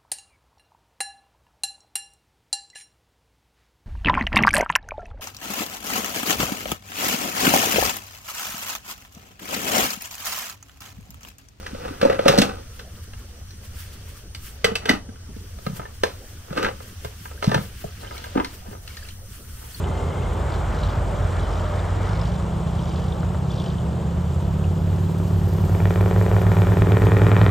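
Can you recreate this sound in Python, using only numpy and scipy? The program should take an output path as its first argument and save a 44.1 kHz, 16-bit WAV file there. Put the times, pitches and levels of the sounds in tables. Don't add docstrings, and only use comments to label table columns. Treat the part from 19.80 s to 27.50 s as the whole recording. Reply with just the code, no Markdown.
import sys
import numpy as np
from scipy import signal
from scipy.fft import rfft, irfft, next_fast_len
from scipy.io import wavfile
from scipy.ndimage import uniform_filter1d, map_coordinates

SR = 44100
rng = np.random.default_rng(int(sys.argv[2]) if len(sys.argv) > 2 else 0)


def dump_mix(stems):
    frames = np.atleast_2d(stems).T
    limited = np.clip(frames, -1, 1)
    pcm = np.round(limited * 32767).astype(np.int16)
    wavfile.write(sys.argv[1], SR, pcm)


def ratio(d):
    e = np.asarray(d, float) / 20
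    return 10 ** e


N = 339570
T = np.arange(N) / SR

# start_s, level_db
ROAR_LEVEL = [(0, -29.5), (.5, -30.5), (2.2, -31.5), (3, -33), (5, -35.5), (5.8, -35), (6.5, -31.5),
              (7.7, -30.5)]
RUMBLE_LEVEL = [(0, -28), (1.2, -27), (2.4, -30), (3.4, -26.5), (4.5, -27.5), (6, -30), (7.7, -29.5)]
# start_s, level_db
FINE_TREBLE_LEVEL = [(0, -78), (4, -72), (4.5, -61), (5.9, -47), (7.7, -47.5)]
# start_s, level_db
SWISH_LEVEL = [(0, -58), (.7, -38), (1.9, -38), (2.3, -37), (2.7, -50), (3.5, -74), (5.6, -52.5),
               (6.2, -42.5), (7.7, -33)]
# pitch_hz, level_db
RUMBLE_COLOUR = [(25, -50), (38, -39), (50, 6), (70, 4), (100, 4.5), (150, 0), (250, -14.5), (400, -53)]
ROAR_COLOUR = [(120, 5), (250, 0.5), (400, 4), (600, 3.5), (900, 1), (1300, -5.5), (2000, -17), (2800, -21),
               (3500, -21), (5000, -46.5)]
HISS_COLOUR = [(1500, -13), (3000, 8.5), (4500, 0), (6000, -0.5), (7300, 5), (8000, 1), (8800, 5),
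               (9600, -0.5), (10500, -24), (12000, -7), (16000, -46)]
FINE_TREBLE_COLOUR = [(5000, -8.5), (8000, -11), (10800, -6.5), (12000, -7), (13500, -11.5), (15500, -10.5)]
SWISH_COLOUR = [(500, 5), (900, 9.5), (1300, 12), (1800, 4), (2400, -0.5), (3000, -35)]
# pitch_hz, likeness (0 to 1)
LIKENESS = [(60, 1), (130, 0.96), (290, 0.94), (640, 0.65), (1400, 0.57), (2100, 1), (2300, 0.97),
            (5000, 0.8), (8000, 1), (15000, 0.95)]
HISS_OFFSET_DB, HISS_FOLLOWS = -30, 0.64
TICKS_PER_S, TICK_MAX_DB, TICK_S = 9, 10, .002

# start_s, pitch_hz, level_db
IDLING_ENGINE = [(0, 49.3, -38), (1, 48.7, -26), (2.2, 49.4, -31), (3, 52.76, -34), (5, 46.7, -60)]
FOLLOWING_ENGINE = [(5.1, 97.5, -48), (5.5, 100, -29), (5.9, 101.6, -24.5), (7, 108.8, -21),
                    (7.7, 113.5, -20.5)]
GEAR_WHINE_NOTE = [(0, 399.3, -40.5), (.5, 406, -41.5), (.8, 396, -50)]
TREAD_HUM_NOTE = [(1, 600, -45), (1.25, 578.4, -39), (1.6, 622, -46.5), (1.9, 608, -38.5), (2.1, 571, -50),
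                  (2.6, 579, -45.5)]
# start_s, pitch_hz, level_db
SQUEAL_NOTE = [(0.04, 2035, -54), (.1, 2075, -52), (.3, 2110, -52), (.47, 2140, -52), (.56, 2120, -70)]
# multiple of its pitch, level_db
FOLLOWING_TONES = [(.5, -10), (1, 0), (1.5, -9), (2, -19)]
SQUEAL_PULSES_PER_S = 39

# start_s, level_db (before a 15 dB cut), pitch_hz
CLEAR_CLINKS = [(0.0405, -24.5, 3010), (0.42, -25, 2740), (0.9243, -30, 2830), (1.035, -23, 3870),
                (1.5963, -26, 3420), (1.9924, -27, 3630), (2.413, -25, 5110), (2.9906, -25, 3240),
                (3.034, -34, 3250), (3.1153, -29, 3180), (3.159, -37, 3200), (3.24, -31, 3220),
                (3.2825, -32, 3550), (3.3223, -24.5, 3580), (3.705, -26, 3450), (3.783, -23, 3450),
                (3.8, -20.5, 3290), (3.861, -25, 3020), (3.901, -26, 3600), (3.984, -28, 3110),
                (4.84, -26.5, 2840)]
# start_s, level_db (before the fade)
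WHEEL_BUMPS = [(3.428, -27), (3.543, -28)]
# middle_s, level_db, half_length_s
JOLTS = [(0.742, -48.5, 0.036), (1.037, -48.5, 0.1), (1.738, -52.5, 0.32), (2.39, -50, 0.18),
         (3.134, -52, 0.19), (3.72, -59, 0.03), (3.82, -48, 0.099)]
JINGLE_DB = -58.5
BURSTS_PER_S, BURST_AT_S, BETWEEN_BURSTS = 48.4, 2.994, .3
BUMP_T60_S, BUMP_RISE_S = .07, .003

# start_s, four-stroke cycles per second
ENGINE_SPEED = [(0.0, 10.8), (.6, 10.2), (1.0, 10.75), (2.0, 11.25), (2.25, 11.9), (2.5, 13.5),
                (2.63, 14.6), (2.82, 15.15), (3.85, 16.8), (4.04, 15.1), (4.3, 15.45), (4.76, 17.7),
                (5.45, 18.75), (5.7, 17.747), (5.9, 18.265), (6.05, 19.188), (6.2, 19.646), (6.8, 19.718),
                (7.1, 20.107), (7.4, 20.189), (7.7, 20.455)]
# start_s, level_db of the low tones
CLOSENESS = [(0, -32), (2, -29), (4, -30.5), (4.6, -25), (5.5, -23), (6, -21), (7.7, -17.5)]
# multiple of the cycle rate, level_db, throttle_shut_change_db, side_on_change_db
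LOW_TONES = [(3, -18, -5, 3), (4, -11, -4, 2), (5, .5, -9.5, .5), (6, -8, 6, -5), (7, -14.5, .5, -10)]
# start_s, level_db
FIRING_NOTE_LEVEL = [(0, -32.5), (.6, -28.5), (1, -28.5), (2, -26), (2.3, -25), (2.55, -33.5), (3.5, -35.5),
                     (4.2, -33), (5.3, -33), (6.3, -36), (7.7, -27.5)]
# multiple of the cycle rate, level_db before the silencer, side_on_change_db
DRONE_TONES = [(9, 6.5, 0), (10, -5, -8), (11, 4, 0), (12, -20, 8), (13, 4, -10), (14, -6, -20),
               (15, -10, -20)]
# pitch_hz, gain_db
SILENCER_GAIN = [(100, -5), (125, -12), (145, -6), (172, 1.5), (200, -6), (214, -19.5), (240, -20),
                 (275, -1), (320, -2)]
# share of the cycle, bark_db, crack_db, far_pipe (1 = far)
POP_PATTERN = [(0, 0, 0, 0), (.04, -30, -13, 0), (.135, -30, -13, 1), (.214, -8, -11, 0),
               (.356, -4, -11, 0), (.551, -11, -9.5, 1), (.594, -22, -13, 0), (.784, -18, -10, 1),
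               (.903, -12.5, -15, 1)]
# start_s, settled_pitch_hz, far_pipe_crack_db, share of the edge lost
PIPE_CHANGES = [(0, 320, -10, .97), (5.6, 320, -10, .97), (6.1, 322, -10, .9), (6.6, 322, -9, .85),
                (6.95, 292, -6, .98), (7.2, 290, 0, .99), (7.7, 284, 0, 1)]
# pitch_hz, width_hz, level_db
CRACK_MODES = [(1050, 500, 4), (1400, 240, 8), (1845, 200, 12), (2360, 300, 12), (3100, 490, 9.5),
               (3600, 360, 7)]
# start_s, bark_db, crack_db
POP_LEVELS = [(0, -62, -75), (2.1, -60, -72), (2.4, -47, -71), (4.2, -42.5, -72), (4.8, -43, -60),
              (5.6, -42, -57), (5.9, -34.5, -50), (6.05, -32, -39), (6.3, -28, -40.5), (6.7, -29.5, -37.5),
              (7.1, -26.5, -35.5), (7.4, -26, -32.5), (7.7, -29, -30)]
# start_s, pitch_hz, gain_db
AFTER_RING_CURVE = [(0, 365, -8), (4.4, 365, -8), (4.9, 365, 0), (5.7, 368, 2), (6.05, 375, -16),
                    (6.9, 385, -16), (7.15, 432, -1), (7.7, 440, -1)]
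AFTER_RING_WIDTH_HZ = 75
LOUD_POP_S = 7.664
THROTTLE_S, THROTTLE_RISE_S = 2.2, .07
SIDE_ON_S, SIDE_ON_RISE_S = 6.1, 0.061
DRONE_OFFSET_DB, DRONE_FOLLOWS, DRONE_SHUT_DB = -27, 0.24, -18
POP_RISE_S, POP_DECAY_S, DULL_EDGE_S = .0002, .0028, .004
SLIDE_CYCLES, SLIDE_S = .91, .00154
CRACK_COLOUR_DB = 1.7
FAR_DULL_DB = -3
ECHO_T60_S = .1

# pitch_hz, left_leads_rad
CHANNEL_PHASE = [(60, .08), (900, .4), (1600, -.2), (2300, 0), (3500, .5), (5100, .2), (5800, -.3),
                 (6800, 0), (7500, -.1), (8500, -1.2), (9500, -3), (10400, -3.2), (11000, -3.6),
                 (12600, -5.9), (13400, -6.28), (14400, -6.5), (15200, -8.3)]
# pitch_hz, left_minus_right_db
CHANNEL_LEVEL = [(60, -1.0), (130, -1.0), (290, -0.5), (640, 0.5), (1410, 1.5), (3100, 0.0), (6820, 0.0),
                 (15000, 0.0)]


def evened(x):
    return x / np.sqrt(np.mean(x ** 2) + 1e-20)


def read(points, hz):
    f, value = np.transpose(points)
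    return np.interp(np.log(hz + 1), np.log(f + 1), value)


def columns(rows, t=T):
    s, *values = np.transpose(rows)
    return [np.interp(t, s, v) for v in values]


def wander(hz):
    steps = rng.standard_normal(int(N / SR * hz * 2) + 4)
    return evened(map_coordinates(steps, [T * hz * 2], order=3))


def step(s, rise_s):
    return .5 - .5 * np.tanh((T - s) / (2 * rise_s))


def fading(x, s):
    return signal.lfilter([1], [1, -np.exp(-1 / (s * SR))], x)


def wash(spectrum, level_db, size, patchy_db, flicker_db):
    hop = size // 4
    frames, hz = N // hop + 5, np.fft.rfftfreq(size, 1 / SR)
    a, b, c, d, patches = rng.standard_normal((frames, len(hz), 5)).T
    patches = uniform_filter1d(patches, size=10, axis=0)
    patches = evened(uniform_filter1d(patches, size=16, axis=1))
    flicker = evened(uniform_filter1d(rng.standard_normal(frames), size=5))
    same = np.clip(read(LIKENESS, hz), 0, 1)[:, None]
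    left = a + 1j * b
    right = same * left + np.sqrt(1 - same ** 2) * (c + 1j * d)
    colour_db = read(spectrum, hz)[:, None] + patchy_db * patches + flicker_db * flicker
    z = np.array([left, right]) * ratio(colour_db)
    noise = signal.istft(z, nperseg=size, noverlap=size - hop)[1][:, :N]
    return ratio(level_db) * evened(noise)


def road():
    roar_db, = columns(ROAR_LEVEL)
    swish_db, = columns(SWISH_LEVEL)
    rolling_db = 10 * np.log10(ratio(roar_db) ** 2 + ratio(swish_db) ** 2)
    hiss_db = HISS_OFFSET_DB + HISS_FOLLOWS * rolling_db
    ticks = ratio(TICK_MAX_DB) * rng.random(N) * (rng.random(N) < TICKS_PER_S / SR)
    ticks = fading(ticks, TICK_S)
    rumble = wash(RUMBLE_COLOUR, columns(RUMBLE_LEVEL)[0], size=2048, patchy_db=0.0, flicker_db=0.0)
    roar = wash(ROAR_COLOUR, roar_db, size=1024, patchy_db=0.9, flicker_db=0.3)
    swish = wash(SWISH_COLOUR, swish_db, size=1024, patchy_db=1.5, flicker_db=0.9)
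    hiss = wash(HISS_COLOUR, hiss_db, size=512, patchy_db=0.85, flicker_db=1.0)
    fine = wash(FINE_TREBLE_COLOUR, columns(FINE_TREBLE_LEVEL)[0], size=256, patchy_db=0.0, flicker_db=1.5)
    return rumble + roar + swish + hiss + (1 + ticks) * fine


def tone(rows, multiple=1, waver=0.0079, flutter_db=0.0, flutter_hz=6.):
    hz, db = columns(rows)
    turns = np.cumsum(hz * multiple * (1 + waver * wander(flutter_hz))) / SR + rng.random()
    inside = 1. * (T >= rows[0][0]) * (T <= rows[-1][0])
    inside = uniform_filter1d(inside, size=2000)
    level = np.sqrt(2) * ratio(db + flutter_db * wander(flutter_hz))
    return level * np.cos(2 * np.pi * turns) * inside


def traffic():
    follower = sum(ratio(db) * tone(FOLLOWING_ENGINE, multiple, waver=.002, flutter_db=.8)
                   for multiple, db in FOLLOWING_TONES)
    idler = tone(IDLING_ENGINE, waver=.02, flutter_db=2.)
    hum = tone(TREAD_HUM_NOTE, waver=.015, flutter_db=3.5, flutter_hz=12.)
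    whine = tone(GEAR_WHINE_NOTE, waver=.003)
    pulses = 2 * np.cos(np.pi * SQUEAL_PULSES_PER_S * T) ** 4
    squeal = tone(SQUEAL_NOTE, waver=.012, flutter_db=2., flutter_hz=30.)
    squeal += ratio(-8) * tone(SQUEAL_NOTE, 1.5, waver=.01, flutter_db=4., flutter_hz=20.)
    return follower + idler + hum + whine + pulses * squeal


def ring(x, modes):
    t = np.arange(2048) / SR
    shape = sum(ratio(db) * np.exp(-np.pi * width * t) * np.sin(2 * np.pi * hz * t)
                for hz, width, db in modes)
    return signal.oaconvolve(x, shape)[:N]


def small_clinks():
    small = np.zeros(N)
    chatter = BETWEEN_BURSTS + np.cos(np.pi * BURSTS_PER_S * (T - BURST_AT_S)) ** 8
    for hz in np.geomspace(2950, 5900, 12):
        strength = ratio(2.6 * np.minimum(rng.exponential(1, N), 4))
        hits = strength * (rng.random(N) < 260 * chatter / SR)
        small += ratio(-5 * np.log2(hz / 3200)) * ring(hits, [(hz, 170, 0)])
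    shaking = ratio(JINGLE_DB)
    shaking = shaking + sum(ratio(db) * np.exp(-((T - s) / half_s) ** 2) for s, db, half_s in JOLTS)
    return shaking * evened(small)


def rattle():
    out, t = np.zeros(N + 2000), np.arange(2000) / SR
    for s, db, hz in CLEAR_CLINKS:
        partials = hz * np.append(1, rng.uniform(.9, 1.16, size=5))
        clink = np.sin(2 * np.pi * partials[:, None] * t).T @ ratio(-4. * np.sqrt(np.arange(6)))
        fade = ratio(db - 15.0 - 60 * t / 0.05) * np.minimum(t / 0.00077, 1)
        out[round(s * SR):][:len(t)] += fade * clink
    band = signal.butter(3, [200, 1350], "bandpass", fs=SR)
    for s, db in WHEEL_BUMPS:
        thud = evened(signal.lfilter(*band, rng.standard_normal(len(t))))
        fade = ratio(db - 60 * t / BUMP_T60_S) * np.minimum(t / BUMP_RISE_S, 1)
        out[round(s * SR):][:len(t)] += fade * thud
    return out[:N] + small_clinks()


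def roadside(x):
    slots = np.arange(60, 12000, 24)
    at = slots + rng.integers(0, 24, (2, len(slots)))
    taps = np.zeros((2, 12030))
    echoes = rng.choice([-1., 1.], at.shape) * ratio(-60 * at / SR / ECHO_T60_S)
    np.put_along_axis(taps, at, echoes, 1)
    return signal.fftconvolve(x[None], taps / np.linalg.norm(taps[0]), axes=1)[:, :N]


def engine_tones(rate, turns):
    def sway(k):
        quarter = np.pi / 2 * (k % 2 == 0)
        level = np.sqrt(2) * ratio(.5 * wander(4.))
        return level * np.cos(2 * np.pi * k * turns + quarter + .08 * wander(4.))

    boom_db, = columns(CLOSENESS)
    shut, hidden = step(THROTTLE_S, THROTTLE_RISE_S), step(SIDE_ON_S, SIDE_ON_RISE_S)
    drone_db = DRONE_OFFSET_DB + DRONE_FOLLOWS * boom_db + DRONE_SHUT_DB * shut
    boom = sum(ratio(db + shut_db * shut + side_db * (1.5 - hidden)) * sway(round(k))
               for k, db, shut_db, side_db in LOW_TONES)
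    firing = ratio(columns(FIRING_NOTE_LEVEL)[0]) * sway(8)
    drone = sum(ratio(db + side_db * (1 - hidden) + read(SILENCER_GAIN, k * rate)) * sway(round(k))
                for k, db, side_db in DRONE_TONES)
    return ratio(boom_db) * boom + ratio(drone_db) * drone + firing


def bark(hz, soft):
    t = np.arange(1200) / SR
    slide = SLIDE_CYCLES * (1 - np.exp(-t / SLIDE_S))
    rise = np.sin(np.pi / 2 * np.minimum(t / POP_RISE_S, 1)) ** 2
    edge = 1 - soft * np.exp(-t / DULL_EDGE_S)
    return rise * edge * np.exp(-t / POP_DECAY_S) * np.cos(2 * np.pi * (hz * t + slide))


def resonate(x, hz, width_hz):
    turn, r = np.exp(2j * np.pi * np.cumsum(hz) / SR), np.exp(-np.pi * width_hz / SR)
    return 2 * (turn * signal.lfilter([1 - r], [1, -r], x / turn)).real


def exhaust_pops(turns):
    bark_db, crack_db = columns(POP_LEVELS)
    pipe_hz, far_db, soft = columns(PIPE_CHANGES)
    barks, pops = np.zeros(N + 1200), np.zeros((len(CRACK_MODES), N))
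    dull_db = FAR_DULL_DB * np.log2(np.array(CRACK_MODES)[:, :1] / CRACK_MODES[1][0])
    for share, low_db, high_db, far in POP_PATTERN:
        cycles = np.arange(np.ceil(turns[0]), turns[-1] - share)
        burn_db, late = rng.standard_normal((len(cycles), 2)).T
        at = np.interp(cycles + share, turns, np.arange(N)) + .8 * late
        at = np.clip(at, 0, N - 1).astype(int)
        colour_db = CRACK_COLOUR_DB * rng.standard_normal((len(cycles), len(CRACK_MODES))).T
        pops[:, at] += ratio(high_db + burn_db + far * far_db[at] + colour_db + far * dull_db)
        for i, db in zip(at, low_db + burn_db):
            barks[i:i + 1200] += ratio(db) * bark(pipe_hz[i], soft[i])
    puffs = .1 * fading(pops, .0008) * rng.standard_normal(N)
    soft_edge = signal.windows.hann(15)[None]
    pops = signal.oaconvolve(pops + puffs, soft_edge, axes=1)[:, :N]
    crack = sum(ring(train, [mode]) for train, mode in zip(pops, CRACK_MODES))
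    low_cut = signal.butter(4, 185, "highpass", fs=SR, output="sos")
    barks = signal.sosfiltfilt(low_cut, barks)[:N]
    ring_hz, ring_db = columns(AFTER_RING_CURVE)
    after = ratio(ring_db) * resonate(barks, ring_hz, AFTER_RING_WIDTH_HZ)
    near = T > 6
    barking = ratio(bark_db) * (barks + after) / barks[near].std()
    return barking + ratio(crack_db) * crack / crack[near].std()


def old_car():
    rate, = columns(ENGINE_SPEED)
    turns = np.cumsum(rate) / SR
    turns -= np.interp(LOUD_POP_S, T, turns)
    return engine_tones(rate, turns), exhaust_pops(turns)


def scene():
    tones, popping = old_car()
    car = tones + popping + ratio(-16.0) * roadside(popping)
    return car + traffic() + road() + rattle()


def low_pass(x):
    return signal.sosfilt(signal.butter(12, 15690, fs=SR, output="sos"), x)


def record(dry):
    size = next_fast_len(N + 4096)
    hz = np.fft.rfftfreq(size, 1 / SR)
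    half = ratio(read(CHANNEL_LEVEL, hz) / 2) * np.exp(.5j * read(CHANNEL_PHASE, hz))
    low_cut = hz ** 6 / (hz ** 6 + 36. ** 6)
    channels = irfft(rfft(dry, size) * low_cut * np.array([half, 1 / half]), size)[:, :N]
    return low_pass(channels)


dry = scene()
out = record(dry)
dump_mix(out)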